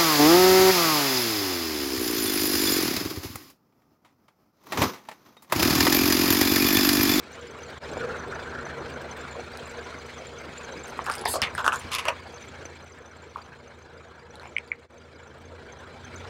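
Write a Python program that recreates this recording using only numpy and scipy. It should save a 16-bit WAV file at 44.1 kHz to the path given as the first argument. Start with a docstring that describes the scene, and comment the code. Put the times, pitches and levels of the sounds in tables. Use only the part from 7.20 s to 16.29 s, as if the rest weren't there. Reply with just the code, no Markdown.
"""A four-cylinder engine idles beside the listener, with ticking valves and a humming fan: exhaust orders,
resonant bay noise and short metallic chirps. The car creeps over pebbled concrete and crushes a plastic doll
and a hollow toy egg: brief decaying tones and coloured runs of clicks crack and crunch, and shaped noise
hisses as air escapes. The freed egg then pops back into shape. Diffuse echo from the underbody scatters
the cracks, splinters and pops."""
import sys
import numpy as np
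from scipy import signal
from scipy.fft import rfft, irfft, next_fast_len
from scipy.io import wavfile
from scipy.ndimage import uniform_filter1d, map_coordinates

SR = 44100
rng = np.random.default_rng(int(sys.argv[2]) if len(sys.argv) > 2 else 0)


def waveform_to_disk(signal):
    """Save audio, clipped to [-1, 1], as 16-bit WAV at the path in sys.argv[1]."""
    frames = np.transpose(np.atleast_2d(signal))
    scaled = np.clip(frames, -1, 1) * 32767
    samples = np.round(scaled).astype(np.int16)
    wavfile.write(sys.argv[1], SR, samples)


N = 400869  # samples

# Engine speed: [t/s, firing rate/Hz]
ENGINE_SPEED = [(0.0, 26), (3.09, 25.7), (3.9, 24), (4.18, 29), (4.73, 28.8), (5.09, 28.2), (7.42, 26.6),
                (7.82, 26.9), (9.09, 30.2)]
# Car at work, rolling, its engine hidden behind the wheel: [t/s, body reference level/dB, treble reference/dB]
CAR_NOISE = [(0.0, -49, -50), (0.3, -46.5, -49), (0.56, -45.5, -47), (0.65, -41, -45), (0.85, -39, -45),
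             (1.4, -40, -48), (2.1, -42.5, -46), (3.1, -45.5, -47), (3.7, -43, -46), (5.0, -48, -48.5),
             (5.45, -47.5, -50), (5.75, -51.5, -55), (7.05, -51.5, -58.5), (7.27, -50.5, -54.5),
             (7.58, -54.5, -61), (7.8, -53, -58.5), (8.55, -49, -55), (9.09, -46.5, -48.5)]
CAR_REST_DB, IDLE_HZ = -47, 26.3  # body level and firing rate when the engine merely ticks over
EXHAUST_DB, EXHAUST_FOLLOWS, EXHAUST_DB_PER_HZ = -55, 0.84, 1.56  # at rest; share of car's swell; speed gain
# Exhaust harmonics: [multiple of firing rate, mean relative level/dB]
EXHAUST_ORDERS = [(2, -23), (3, 3), (4, -5), (5, -11), (6, -15.5), (7, -14)]
# Tones close to the third order, which make the hum throb: [f/Hz, mean relative level/dB]
BEAT_TONES = [(69.2, -4.5), (83, -12.5), (87, -8)]
# Lines of the cooling fan: [f/Hz, mean relative level/dB]
FAN_LINES = [(138.4, -11), (173, -24.5), (242.1, -10), (346, -15.5), (393, -11.5), (474, -12.5)]
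# Spectrum of the engine bay noise: [f/Hz, relative density/(dB per Hz)]
BAY_COLOUR = [(25, -13.5), (45, -8.5), (90, -7), (150, -2.5), (300, -1.5), (420, 1), (480, 0.5), (570, 0),
              (700, -3), (1200, -2.5), (1700, -1), (1900, -8)]
# Spectrum of its clatter: [f/Hz, relative density/(dB per Hz)]
CLATTER_COLOUR = [(1900, 2.5), (2300, 1.5), (2550, -2.5), (3400, -2), (4300, -9), (5500, -11),
                  (7500, -14.5), (9400, -22.5), (11000, -29.5), (12500, -35), (16000, -31)]
# Resonances of the engine bay: [f/Hz, half width/Hz, boost/dB]
BAY_MODES = [(474.6, 16.4, 7), (958, 100, 3), (1390, 120, 4), (1594, 13, 3), (2185, 29, 3.5), (2325, 33, 6),
             (2530, 28, 6), (4170, 224, 6.5)]
LUMPS_PER_S, LUMP_DB = 13, 0.37  # the tread climbs over pebbles
# Spectrum of the injector ticks: [f/Hz, relative density/(dB per Hz)]
INJECTOR_COLOUR = [(7000, -5.5), (8200, 18.5), (8900, -6), (9400, -1), (10600, -7), (11300, -5),
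                   (12300, -8), (14200, 6), (15500, -4), (16000, -17.5)]
# Centre pitches of the valve chirps: [f/Hz, relative level/dB]
VALVE_PITCHES = [(4050, -4), (4800, -2), (6110, 0.5), (7200, -1.5)]
VALVE_DB, VALVE_RANGE_DB, VALVE_SCATTER = -5, 16.5, 0.04  # trim; span of strengths; share of pitch
# The clearest valve chirps: [t/s, level before CHIRP_DB/dB, f/Hz]
CLEAR_CHIRPS = [(0.1261, -41, 6100), (0.2094, -43, 7220), (0.2788, -46, 5020), (0.4314, -35, 6160),
                (0.7731, -40.5, 7170), (0.9931, -37, 6020), (1.1463, -39, 6100), (1.4511, -36, 6060),
                (1.9106, -33, 6160), (2.0093, -40, 7350), (2.1091, -41, 7250), (2.3316, -38.5, 4700),
                (2.4548, -40, 7230), (2.6399, -43, 5900), (2.7945, -44, 4820), (2.9861, -41, 6200),
                (3.0669, -37, 7230), (3.1832, -36.5, 6170), (3.3772, -33, 7240), (3.4441, -37, 6270),
                (3.5209, -36.5, 6090), (3.6351, -36, 7250), (4.587, -36, 7270), (5.0679, -43.5, 4680),
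                (5.222, -38, 6048), (5.4525, -31.5, 6120), (5.7189, -42.5, 6100), (6.2158, -41.5, 4663),
                (6.7765, -48, 4810), (7.5004, -55, 7050), (7.9568, -49.5, 4820), (8.0306, -51, 7110),
                (8.5215, -41.5, 6270), (8.8458, -38.5, 6200), (8.957, -37, 6214)]
CHIRP_DB, CHIRP_SWELL_S, CHIRP_ROUGH = -4.5, 0.0044, 0.4  # trim; time to peak; phase drift

# Runs of tiny fractures: [t/s, length/s, kind, pitch ratio, level/dB, treble gain/dB]
CRUNCHES = [(0.768, 0.15, "cavity", 0.95, -36, 0), (3.867, 0.046, "hollow", 1.08, -29.5, -6.5),
            (3.918, 0.035, "shards", 0.82, -42.5, 2), (3.969, 0.09, "buckle", 0.92, -41, -6.5),
            (4.06, 0.026, "buckle", 1.01, -29.5, -1.5), (4.141, 0.022, "flatten", 1.03, -26.5, 0),
            (4.224, 0.02, "split", 1, -26, 2.5), (4.252, 0.03, "split", 0.93, -33.5, -11),
            (4.379, 0.03, "hollow", 1.01, -28.5, -2), (4.445, 0.022, "knock", 0.92, -28, -2),
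            (4.478, .003, "knock", 0.96, -25, 1), (4.527, 0.02, "knock", 0.99, -28, 2),
            (4.598, 0.096, "hollow", 0.82, -48, 11.5), (4.719, 0.045, "shards", 0.97, -29, -1),
            (4.784, .012, "shards", 0.98, -27, -3), (4.821, 0.044, "shards", 0.84, -39, -7),
            (4.857, 0.017, "snap", 1.04, -28.5, -6), (4.882, 0.0034, "snap", 0.96, -22.5, 3),
            (5.451, 0.019, "shards", 0.85, -51.5, -15), (6.171, 0.019, "hollow", 0.93, -42.5, -6.5),
            (6.247, 0.04, "hollow", 0.95, -51, -9), (7.236, 0.038, "snap", 0.87, -48, -1)]
CRUNCH_SPLIT_HZ, CRUNCH_T60_S, CRUNCH_TREBLE_T60_S = 2260, 0.16, 0.079  # the treble dies sooner
FRACTURES_PER_S, FRACTURE_SPREAD_DB, FRACTURE_BLUR = 1400, 0.5, 0.77  # rate; size spread; share of noise
# Hollow plastic body, the doll's, and the egg's after its first pop: [f/Hz, relative density/(dB per Hz)]
HOLLOW = [(210, -36), (350, -17.5), (719, -4.5), (990, -0.5), (1500, 1), (2030, -23), (2630, -12),
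          (3980, -18), (4600, -30), (5060, -16), (5570, -30), (6330, -22.5), (8850, -35), (11800, -35),
          (16000, -49)]
# Doll's head caving in: [f/Hz, relative density/(dB per Hz)]
KNOCK = [(210, -24.5), (400, -14), (740, -12.5), (980, -3.5), (1550, -4.5), (1750, -1.5), (1980, -31),
         (2300, -28), (2850, -17.5), (3500, -22), (4500, -33), (5500, -24), (8000, -23.5), (11800, -34),
         (16000, -55)]
# Egg's dome caving in: [f/Hz, relative density/(dB per Hz)]
BUCKLE = [(240, -39), (400, -2), (595, -15.5), (915, 1.5), (1460, -30), (1810, -4.5), (2070, -15),
          (2160, -30), (3560, -5), (3900, -12.5), (4950, -11), (5540, -30), (6000, -21), (7800, -57),
          (13200, -120)]
# Egg's wall meeting the ground: [f/Hz, relative density/(dB per Hz)]
FLATTEN = [(150, -53), (250, -19), (629, 4), (860, -18), (1120, 0), (1310, -19), (1640, -33), (1880, -35.5),
           (2910, -25), (3840, -27), (4190, -13), (5160, -18.5), (5730, -22.5), (7700, -19), (16000, -50.5)]
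# Egg's seam bursting: [f/Hz, relative density/(dB per Hz)]
SPLIT = [(210, -52.5), (350, -33), (613, -3.5), (1020, -6.5), (1240, -4), (1730, -7), (2240, 2),
         (2630, -1.5), (3620, -5.5), (6030, -21.5), (10200, -31), (14800, -50), (16000, -72)]
# Broken pieces grinding together: [f/Hz, relative density/(dB per Hz)]
SHARDS = [(240, -47), (400, -22.5), (616, -10), (789, -25), (1070, 1.5), (1290, -2.5), (1440, -13),
          (2670, 1), (3070, -3.5), (3640, -3), (4050, -11), (5270, -7.5), (7990, -19), (11000, -18),
          (16000, -39)]
# Last stiff piece giving way: [f/Hz, relative density/(dB per Hz)]
SNAP = [(150, -53), (250, -27), (597, -1.5), (845, -14), (1100, 3), (1450, -14), (1580, -10), (1730, -13),
        (2020, -7), (2250, -13), (2750, -6), (3300, -16), (3850, -32), (4750, -18), (5350, -32),
        (6100, -16), (6940, -34), (7700, -31), (16000, -49)]
# Space under the car: [f/Hz, relative density/(dB per Hz)]
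CAVITY = [(250, -31), (420, -13), (490, 5), (600, -5), (900, -33), (3000, -45), (16000, -70)]
CRUNCH_COLOURS = {"hollow": HOLLOW, "knock": KNOCK, "buckle": BUCKLE, "flatten": FLATTEN,
                  "split": SPLIT, "shards": SHARDS, "snap": SNAP, "cavity": CAVITY}

# Single fractures: [t/s, shell f/Hz, level/dB, edge f/Hz, edge over shell before trim/dB, splinter gain/dB]
CRACKS = [(0.7697, 540, -16, 2370, -27, -38), (1.192, 1400, -25, 2220, -18, -30),
          (2.373, 574, -33.5, 3970, -9, 4.5), (3.7912, 1090, -13, 1780, -5.5, -36),
          (3.8644, 1440, -19, 2610, -4.5, -10), (3.8987, 1360, -13, 2410, -8.5, -12),
          (4.039, 950, -23, 1900, -17, -22.5), (4.0549, 900, -27, 1850, 5, -26),
          (4.0572, 870, -9.5, 1840, -1, -18), (4.139, 700, -17.5, 4310, -3.5, -12),
          (4.1577, 1140, -16.5, 4600, -12, -10), (4.218, 1080, -21, 5190, 13, 0),
          (4.219, 1900, -18.5, 2850, 4, -5), (4.2244, 1810, -16, 2850, 4.5, -8.5),
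          (4.2725, 1900, -29, 2350, 2, -20), (4.351, 1650, -18, 2100, -10, -18),
          (4.3803, 1490, -19, 3500, -11, -19), (4.3824, 1400, -19, 3300, -12, -20),
          (4.3918, 1450, -17, 3280, -8, -16), (4.4437, 1460, -15, 3290, -10, -20),
          (4.4641, 1410, -6.5, 3620, -18, -18), (4.4786, 1320, -1, 2890, -11, -18.5),
          (4.5219, 1470, -15, 2670, 0, -20), (4.529, 1400, -17, 2600, -12, -19),
          (4.538, 1450, -16, 2600, -17, -20), (4.712, 1120, -33, 2700, 0, -9),
          (4.7168, 1120, -26, 2700, 0, -1), (4.7328, 1160, -24.5, 2800, 7, 2.5),
          (4.7416, 1160, -27, 3510, 8, 3), (4.7503, 1180, -25.5, 2700, 7.5, 11.5),
          (4.7848, 1210, -26.5, 3100, 9, 1.5), (4.7956, 1150, -26, 2600, 4, -8),
          (4.8538, 1100, -20, 2596, 1, -8), (4.885, 900, -13, 2640, 7.5, -9),
          (5.4536, 498, -28, 2280, 0, -22), (7.1558, 450, -44, 3980, 10, 3),
          (7.1971, 1550, -33.5, 4110, -1, -15), (7.2322, 880, -31.5, 2370, -4, -18),
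          (7.2565, 860, -28, 2370, -2.5, -29), (7.271, 900, -38, 2400, 2, -21)]
SHELL_MODE_HZ = 970
BREAK_HZ, BREAK_S, BREAK_DB = 4200, 0.00016, -2.5  # spike of the break itself, over the splinter
SPLINTER_HZ, SPLINTER_OCTAVES = 8300, 0.71  # centre and range of the splinters' pitch
SPLINTER_RING_S, SPLINTER_RING_DB = 0.00039, -13.5  # a sliver barely rings
# Echo decay between car floor and ground: [f/Hz, t60/s]
UNDERBODY_T60 = [(200, 0.22), (1500, 0.11), (5000, 0.037), (14000, 0.075)]

# Clumps of grit ground under the tread as the car moves off: [t/s, level before GRIND_DB/dB]
GRINDS = [(0.808, -26.5), (0.89, -21.5), (0.939, -27), (0.9961, -32), (1.1232, -23.5), (1.153, -29),
          (1.1912, -31), (1.2504, -29), (1.3463, -25.5), (1.3818, -25), (1.4932, -30)]
# Spectrum of the crumbling grit: [f/Hz, relative density/(dB per Hz)]
GRIT_COLOUR = [(700, -28), (1150, -16), (1400, 8), (1560, 2), (1800, 1), (2100, -30), (6000, -32),
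               (16000, -64)]
GRIND_DB, GRIND_SWELL_S = -9.5, 0.0069
# The strained doll shedding splinters: [start t/s, end t/s, splinter rate/(1/s), level before scatter/dB]
SPLINTERING = [(3.659, 3.78, 26, -31), (3.895, 4.03, 73, -54), (4.481, 4.6, 69, -39),
               (5.05, 5.3, 16, -39.5)]
# Slivers snapping off: [t/s, level before SLIVER_DB/dB, f/Hz]
SLIVERS = [(3.681, -34, 8700), (3.8427, -31, 7130), (3.8599, -25.5, 4960), (3.9147, -22, 5000),
           (3.921, -24.5, 8700), (3.9386, -23, 4960), (3.9535, -22.5, 8850), (3.982, -25.5, 4960),
           (3.9935, -28, 5000), (4.013, -26, 10050), (4.0539, -17.5, 4900), (4.35, -25.5, 8550),
           (4.559, -19.5, 7000), (4.5964, -31, 9250), (7.449, -58, 4750), (7.476, -44, 4720)]
SLIVER_DB, SLIVER_SWELL_S, SLIVER_ECHO_DB = -1.5, 0.000602, -3
# Spectrum of air escaping from the egg: [f/Hz, relative density/(dB per Hz)]
HISS_COLOUR = [(880, -37), (1500, -8), (2060, -24), (2340, -23), (2740, -6.5), (3030, -23.5), (4370, -1),
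               (5120, -3), (5770, -30), (6240, -3), (7030, -12.5), (7390, -1), (10600, 1), (13900, -10.5),
               (16000, -16)]
SQUEEZE_S, SQUEEZE_DB = 4.072, -31  # the egg gives way
SQUEEZE_ATTACK_S, SQUEEZE_HOLD_S, SQUEEZE_T60_S = 0.015, 0.066, 0.08  # the hold ends this long after onset
# The tyre drops as a toy gives way and the car body booms: [t/s, boom level/dB]
THUMPS = [(4.085, -43), (4.215, -36.5), (4.34, -41), (4.43, -46), (4.64, -38)]
THUMP_HZ, THUMP_SWELL_S = 76, 0.0115
# Spectrum of the tyre's dull thud: [f/Hz, relative density/(dB per Hz)]
RUBBER_COLOUR = [(60, -12), (170, 2.5), (260, -0.5), (420, -10), (700, -24), (2000, -60)]
RUBBER_DB, RUBBER_SWELL_S = -3.5, 0.012
# The egg springing: [t/s, f/Hz, level/dB, swell/s, rim gain/dB, overtone gain/dB, echo gain/dB]
POPS = [(6.1574, 1110, -22.5, 0.0032, -15.5, -28, -7.5), (7.3643, 2221, -12.5, 0.0024, -11.5, -36, -15),
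        (7.382, 2350, -17, 0.0018, -10, -10.5, -12.5), (7.516, 2223, -14, 0.0024, -39, -40, -11)]
# Overtones of the egg: [frequency ratio, relative level/dB]
EGG_OVERTONES = [(2.2, -14.5), (3.55, -10)]
POP_ECHO_TOP_HZ = 2680  # the echo of a pop is dull

# Brief dips in level: [start t/s, down t/s, rising t/s, end t/s, level/dB]
LEVEL_DIPS = [(0.581, 0.595, 0.6, 0.632, -16.5), (7.655, 7.674, 7.684, 7.708, -16.5)]
TOP_HZ = 15900  # band limit


def amp(db):
    """Twenty decibels are a factor of ten in amplitude."""
    return 10 ** (np.asarray(db) / 20)


def unit(x):
    """Equal mean power: scale to rms 1."""
    return x / np.sqrt(np.mean(x ** 2) + 1e-20)


def along(points, hz):
    """Logarithmic pitch: (f/Hz, value) points interpolated on a log axis."""
    f, v = np.transpose(points)
    return np.interp(np.log(hz + 1), np.log(f + 1), v)


def curves(rows):
    """Piecewise linear motion: one value per sample for each column after the time."""
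    s, *cols = np.transpose(rows)
    return [np.interp(np.arange(N) / SR, s, c) for c in cols]


def wobble(rate):
    """Slow random modulation: a smooth curve through rate knots a second."""
    knots = rng.standard_normal(int(N * rate / SR) + 4)
    return map_coordinates(knots, [np.arange(N) * rate / SR])


def filtered(x, response):
    """Linear filtering: the spectrum of x times a response of frequency."""
    m = next_fast_len(N + SR // 4)
    return irfft(rfft(x, m) * response(np.fft.rfftfreq(m, 1 / SR)), m)[:N]


def coloured(x, points, low_hz=15, high_hz=20000):
    """Spectral shaping between steep band edges, at rms 1."""
    def response(f):
        edges = 1 / np.sqrt((1 + (low_hz / (f + 1)) ** 16) * (1 + (f / high_hz) ** 16))
        return amp(along(points, f)) * edges
    return unit(filtered(x, response))


def add(track, s, sound):
    """Superposition: mix a sound into the track at s seconds."""
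    part = track[max(round(s * SR), 0):][:len(sound)]
    part += sound[:len(part)]


def swell(t, peak_s, order=1):
    """Transient envelope that rises to 1 at peak_s and dies away."""
    return (t / peak_s * np.exp(1 - t / peak_s)) ** order


def ring(t, hz, peak_s):
    """Damped resonance: a tone that swells and dies away quickly."""
    return swell(t, peak_s, order=2) * np.cos(2 * np.pi * hz * (t - peak_s))


def grains(rate, spread_db, count=N):
    """Random impulses, rate a second on average, of either sign and scattered size."""
    struck = rng.random(count) < rate / SR
    sign = rng.choice([-1, 1], count)
    return struck * sign * amp(spread_db * np.clip(rng.standard_normal(count), -2, 2))


def patchy(depth_db):
    """Nonstationary noise whose strength shifts from patch to patch in time and pitch."""
    z = signal.stft(rng.standard_normal(N), nperseg=512)[2]
    across_pitch = uniform_filter1d(rng.standard_normal(z.shape), size=3, axis=0)
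    field = uniform_filter1d(across_pitch, size=5, axis=1)
    return signal.istft(z * amp(depth_db * unit(field)), nperseg=512)[1][:N]


def strokes(phase, life, rise, range_db):
    """Periodic excitation: one swelling and fading stroke per turn, most weak and a few strong."""
    size = amp(range_db * rng.random(1024) ** 2)[phase.astype(int) % 1024]
    within = phase % 1
    return size * np.exp(-within / life) * (1 - np.exp(-within / rise))


def chirp(t, hz):
    """Metallic whistle, short and slightly roughened by random phase drift."""
    drift = np.cumsum(rng.standard_normal(len(t))) / np.sqrt(SR / 1000)
    return swell(t, CHIRP_SWELL_S, order=2) * np.sin(2 * np.pi * hz * t + CHIRP_ROUGH * drift)


def fractures(colour, pitch=1):
    """Dense impulsive excitation of resonances: a quarter second of breaks and noise, at rms 1."""
    count = SR // 4
    clicks = unit(grains(FRACTURES_PER_S, FRACTURE_SPREAD_DB, count=count))
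    clicks = clicks + FRACTURE_BLUR * rng.standard_normal(count)
    gain = amp(along(colour, np.fft.rfftfreq(count, 1 / SR) / pitch))
    return unit(irfft(rfft(clicks) * gain, count))


def splinter(t):
    """Small-body radiation: a flying sliver gives a bright spray and a tiny ring, pitched anew each time."""
    treble = signal.butter(2, [4000, 11000], "bandpass", fs=SR, output="sos")
    spray = signal.sosfilt(treble, rng.standard_normal(len(t))) * swell(t, 0.00045)
    hz = SPLINTER_HZ * 2 ** (SPLINTER_OCTAVES * (rng.random() - 0.5))
    return 0.9 * spray / np.abs(spray).max() + amp(SPLINTER_RING_DB) * ring(t, hz, SPLINTER_RING_S)


def underbody(x):
    """Diffuse reflection between car floor and ground: frequency-dependent decay, new for every sound."""
    hz, t, z = signal.stft(rng.standard_normal(SR // 4), SR, nperseg=256)
    decay = amp(-60 * t / along(UNDERBODY_T60, hz)[:, None])
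    tail = signal.istft(z * decay, SR, nperseg=256)[1]
    late_tail = np.pad(tail / np.linalg.norm(tail), (SR // 300, 0))  # unit energy, about 3 ms late
    return signal.fftconvolve(x, late_tail)


def hum(turns):
    """Harmonic radiation and beating: exhaust orders and near tones grow with effort and speed; fan lines."""
    t = np.arange(N) / SR
    body_db, firing_hz = curves(CAR_NOISE)[0], curves(ENGINE_SPEED)[0]
    effort_db = EXHAUST_FOLLOWS * (body_db - CAR_REST_DB)
    exhaust_db = EXHAUST_DB + effort_db + EXHAUST_DB_PER_HZ * (firing_hz - IDLE_HZ)

    def tones(table):
        return sum(amp(db + 1.56 * wobble(7.4)) * np.sin(2 * np.pi * hz * t + hz / 300 * wobble(11))
                   for hz, db in table)

    exhaust = sum(amp(db + 1.33 * wobble(8.9)) * np.sin(2 * np.pi * k * turns + 0.15 * wobble(6.3))
                  for k, db in EXHAUST_ORDERS)
    return amp(exhaust_db) * (exhaust + tones(BEAT_TONES)) + amp(body_db + 0.5) * tones(FAN_LINES)


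def bay(turns):
    """Cavity resonance and amplitude modulation: noise throbs with the firings, more so in higher bands."""
    body_db, clatter_db = curves(CAR_NOISE)
    rush_db = body_db + 0.079 * (body_db - CAR_REST_DB)  # the middle band swells most with effort
    lumps_db = LUMP_DB * wobble(LUMPS_PER_S)
    throb = np.cos(2 * np.pi * turns)

    def flutter():
        return 1.4 * wobble(45)

    def cavity(f):
        return amp(sum(db / (1 + ((f - hz) / width) ** 2) for hz, width, db in BAY_MODES))

    noise = filtered(patchy(depth_db=3), cavity)
    grit = filtered(unit(grains(120, spread_db=2.5)), cavity)  # sand crushed by the tread
    drone = coloured(noise, BAY_COLOUR, high_hz=660)
    drone = drone * amp(body_db - 1.02 + 1.1 * throb + 0.5 * flutter() + lumps_db)
    rush = coloured(noise + 0.33 * grit, BAY_COLOUR, low_hz=675, high_hz=1736)
    rush = rush * amp(rush_db - 2.5 + 1.26 * throb + flutter() + lumps_db)
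    clatter = coloured(noise + 0.06 * grit, CLATTER_COLOUR, low_hz=1895)
    clatter = clatter * amp(clatter_db - 2.5 + 2.06 * throb + flutter())
    return drone + rush + clatter


def ticking(turns):
    """Periodic impacts: injectors tick per firing, valves chirp twice as often, a few of them clearly."""
    clatter_db, t = curves(CAR_NOISE)[1], np.arange(SR // 30) / SR
    jets = coloured(rng.standard_normal(N), INJECTOR_COLOUR, low_hz=7000)
    out = amp(clatter_db - 26.5) * unit(jets * strokes(turns, life=0.12, rise=0.1, range_db=30))
    beats = np.flatnonzero(np.diff(np.floor(2 * turns)))
    for i, (which, size, bend) in zip(beats, rng.random((len(beats), 3))):
        hz, db = VALVE_PITCHES[int(which * len(VALVE_PITCHES))]
        shielded_db = 0.78 * clatter_db[i]  # the wheel shields the valves less than the clatter
        level_db = VALVE_DB + db + shielded_db + VALVE_RANGE_DB * (size ** 2 - 1)
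        add(out, i / SR, amp(level_db) * chirp(t, hz * (1 + VALVE_SCATTER * (2 * bend - 1))))
    for s, db, hz in CLEAR_CHIRPS:
        add(out, s, amp(db + CHIRP_DB) * chirp(t, hz))
    return out


def crunch():
    """Cascaded fracture: runs of tiny breaks start abruptly, ring the breaking part and die away."""
    out, t = np.zeros(N), np.arange(SR // 4) / SR
    lowpass = signal.butter(4, CRUNCH_SPLIT_HZ, fs=SR, output="sos")
    for start, length, kind, pitch, db, treble_db in CRUNCHES:
        after = np.maximum(t - length, 0)
        fade = amp(-60 * after / CRUNCH_T60_S)
        treble_fade = amp(-60 * after / CRUNCH_TREBLE_T60_S)
        run = fractures(CRUNCH_COLOURS[kind], pitch)
        run = run / np.sqrt(np.average(run ** 2, weights=fade ** 2))
        low = signal.sosfiltfilt(lowpass, run)
        add(out, start, amp(db) * (low * fade + amp(treble_db) * (run - low) * treble_fade))
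    return out


def cracks():
    """Impulse response of a shell: a sharp spike rings shell and broken edge and throws off a splinter."""
    out, t = np.zeros(N), np.arange(SR // 40) / SR
    for s, shell_hz, db, edge_hz, edge_db, splinter_db in CRACKS:
        struck_patch = 0.61 * ring(t, shell_hz, 0.000992)
        whole_shell = 0.19 * ring(t, SHELL_MODE_HZ, 0.00093)
        edge = amp(edge_db - 4) * ring(t, edge_hz, 0.00066)
        spike = splinter(t) + amp(BREAK_DB) * ring(t, BREAK_HZ, BREAK_S)
        snap = amp(db) * (struck_patch + whole_shell + edge + amp(splinter_db) * spike)
        add(out, s, snap)
        add(out, s, amp(-9) * underbody(snap))
    return out


def grinding():
    """Granular crushing: each clump of grit crumbles in a short rasp."""
    out, t = np.zeros(N), np.arange(SR // 4) / SR
    for s, db in GRINDS:
        add(out, s, amp(db + GRIND_DB) * swell(t, GRIND_SWELL_S) * fractures(GRIT_COLOUR))
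    return out


def splintering():
    """Stress release: small splinters snap off at uneven intervals while the doll is pressed."""
    out, t = np.zeros(N), np.arange(SR // 40) / SR
    for start, end, rate, db in SPLINTERING:
        for k, (late, size) in enumerate(rng.random((round((end - start) * rate), 2))):
            s = start + (k + late) / rate
            click = amp(db + 9.3 * (size - 1.5)) * (splinter(t) + 0.5 * ring(t, 4400, 0.00073))
            add(out, s, click)
            add(out, s, amp(2.0) * underbody(click))
    return out


def slivers():
    """Free vibration of a fragment: each sliver pings at its own pitch under a bright spray."""
    out, t = np.zeros(N), np.arange(SR // 40) / SR
    for s, db, hz in SLIVERS:
        ping = amp(db + SLIVER_DB) * (0.69 * ring(t, hz, SLIVER_SWELL_S) + 0.61 * splinter(t))
        add(out, s, ping)
        add(out, s, amp(SLIVER_ECHO_DB) * underbody(ping))
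    return out


def squeeze():
    """Turbulent outflow: air leaves the flattened egg with a quick rise, a short hold and a fade."""
    t = np.arange(N) / SR - SQUEEZE_S
    fade = amp(-60 * np.maximum(t - SQUEEZE_HOLD_S, 0) / SQUEEZE_T60_S)
    envelope = np.clip(t / SQUEEZE_ATTACK_S, 0, 1) * fade
    return amp(SQUEEZE_DB) * envelope * coloured(rng.standard_normal(N), HISS_COLOUR)


def thumps():
    """Impact on a sprung mass: each tyre drop gives a dull rubber thud and a few cycles of body boom."""
    out, t = np.zeros(N), np.arange(SR // 4) / SR
    for s, db in THUMPS:
        thud = amp(RUBBER_DB) * swell(t, RUBBER_SWELL_S) * fractures(RUBBER_COLOUR)
        add(out, s, amp(db) * (ring(t, THUMP_HZ, THUMP_SWELL_S) + thud))
    return out


def pops():
    """Snap-through buckling: the egg wall flips with a pitched click, its rim answers higher, echo follows."""
    out, t = np.zeros(N), np.arange(SR // 40) / SR
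    dull = signal.butter(6, POP_ECHO_TOP_HZ, fs=SR, output="sos")
    for s, hz, db, swell_s, rim_db, overtone_db, echo_db in POPS:
        upper = sum(amp(level + overtone_db) * np.sin(2 * np.pi * hz * ratio * t)
                    for ratio, level in EGG_OVERTONES)
        wall = swell(t, swell_s, order=6) * (np.sin(2 * np.pi * hz * t) + upper)
        rim = amp(rim_db) * swell(t, swell_s, order=8) * np.sin(2 * np.pi * 1.3 * hz * t)
        jolt = ring(t, 0.96 * hz, 1.3 / hz) + 0.5 * rim
        echo = signal.sosfilt(dull, underbody(jolt))
        add(out, s, amp(db) * (wall + rim))
        add(out, s + swell_s, amp(db + echo_db) * echo)
    return out


def scene():
    """Superposition of the idling car and the toys under its wheel."""
    turns = np.cumsum(curves(ENGINE_SPEED)[0]) / SR  # firings so far
    car = hum(turns) + bay(turns) + ticking(turns)
    breaking = crunch() + cracks() + grinding() + splintering() + slivers()
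    return (car + breaking + squeeze() + thumps() + pops())[None]


def record(dry):
    """Gain and band limitation: the level dips briefly twice; nothing passes above the band limit."""
    t = np.arange(N) / SR
    dip_db = sum(np.interp(t, [start, down, rising, end], [0, db, db, 0])
                 for start, down, rising, end, db in LEVEL_DIPS)
    return filtered(dry[0] * amp(dip_db), lambda hz: hz < TOP_HZ)[None]


dry = scene()
out = record(dry)
waveform_to_disk(out)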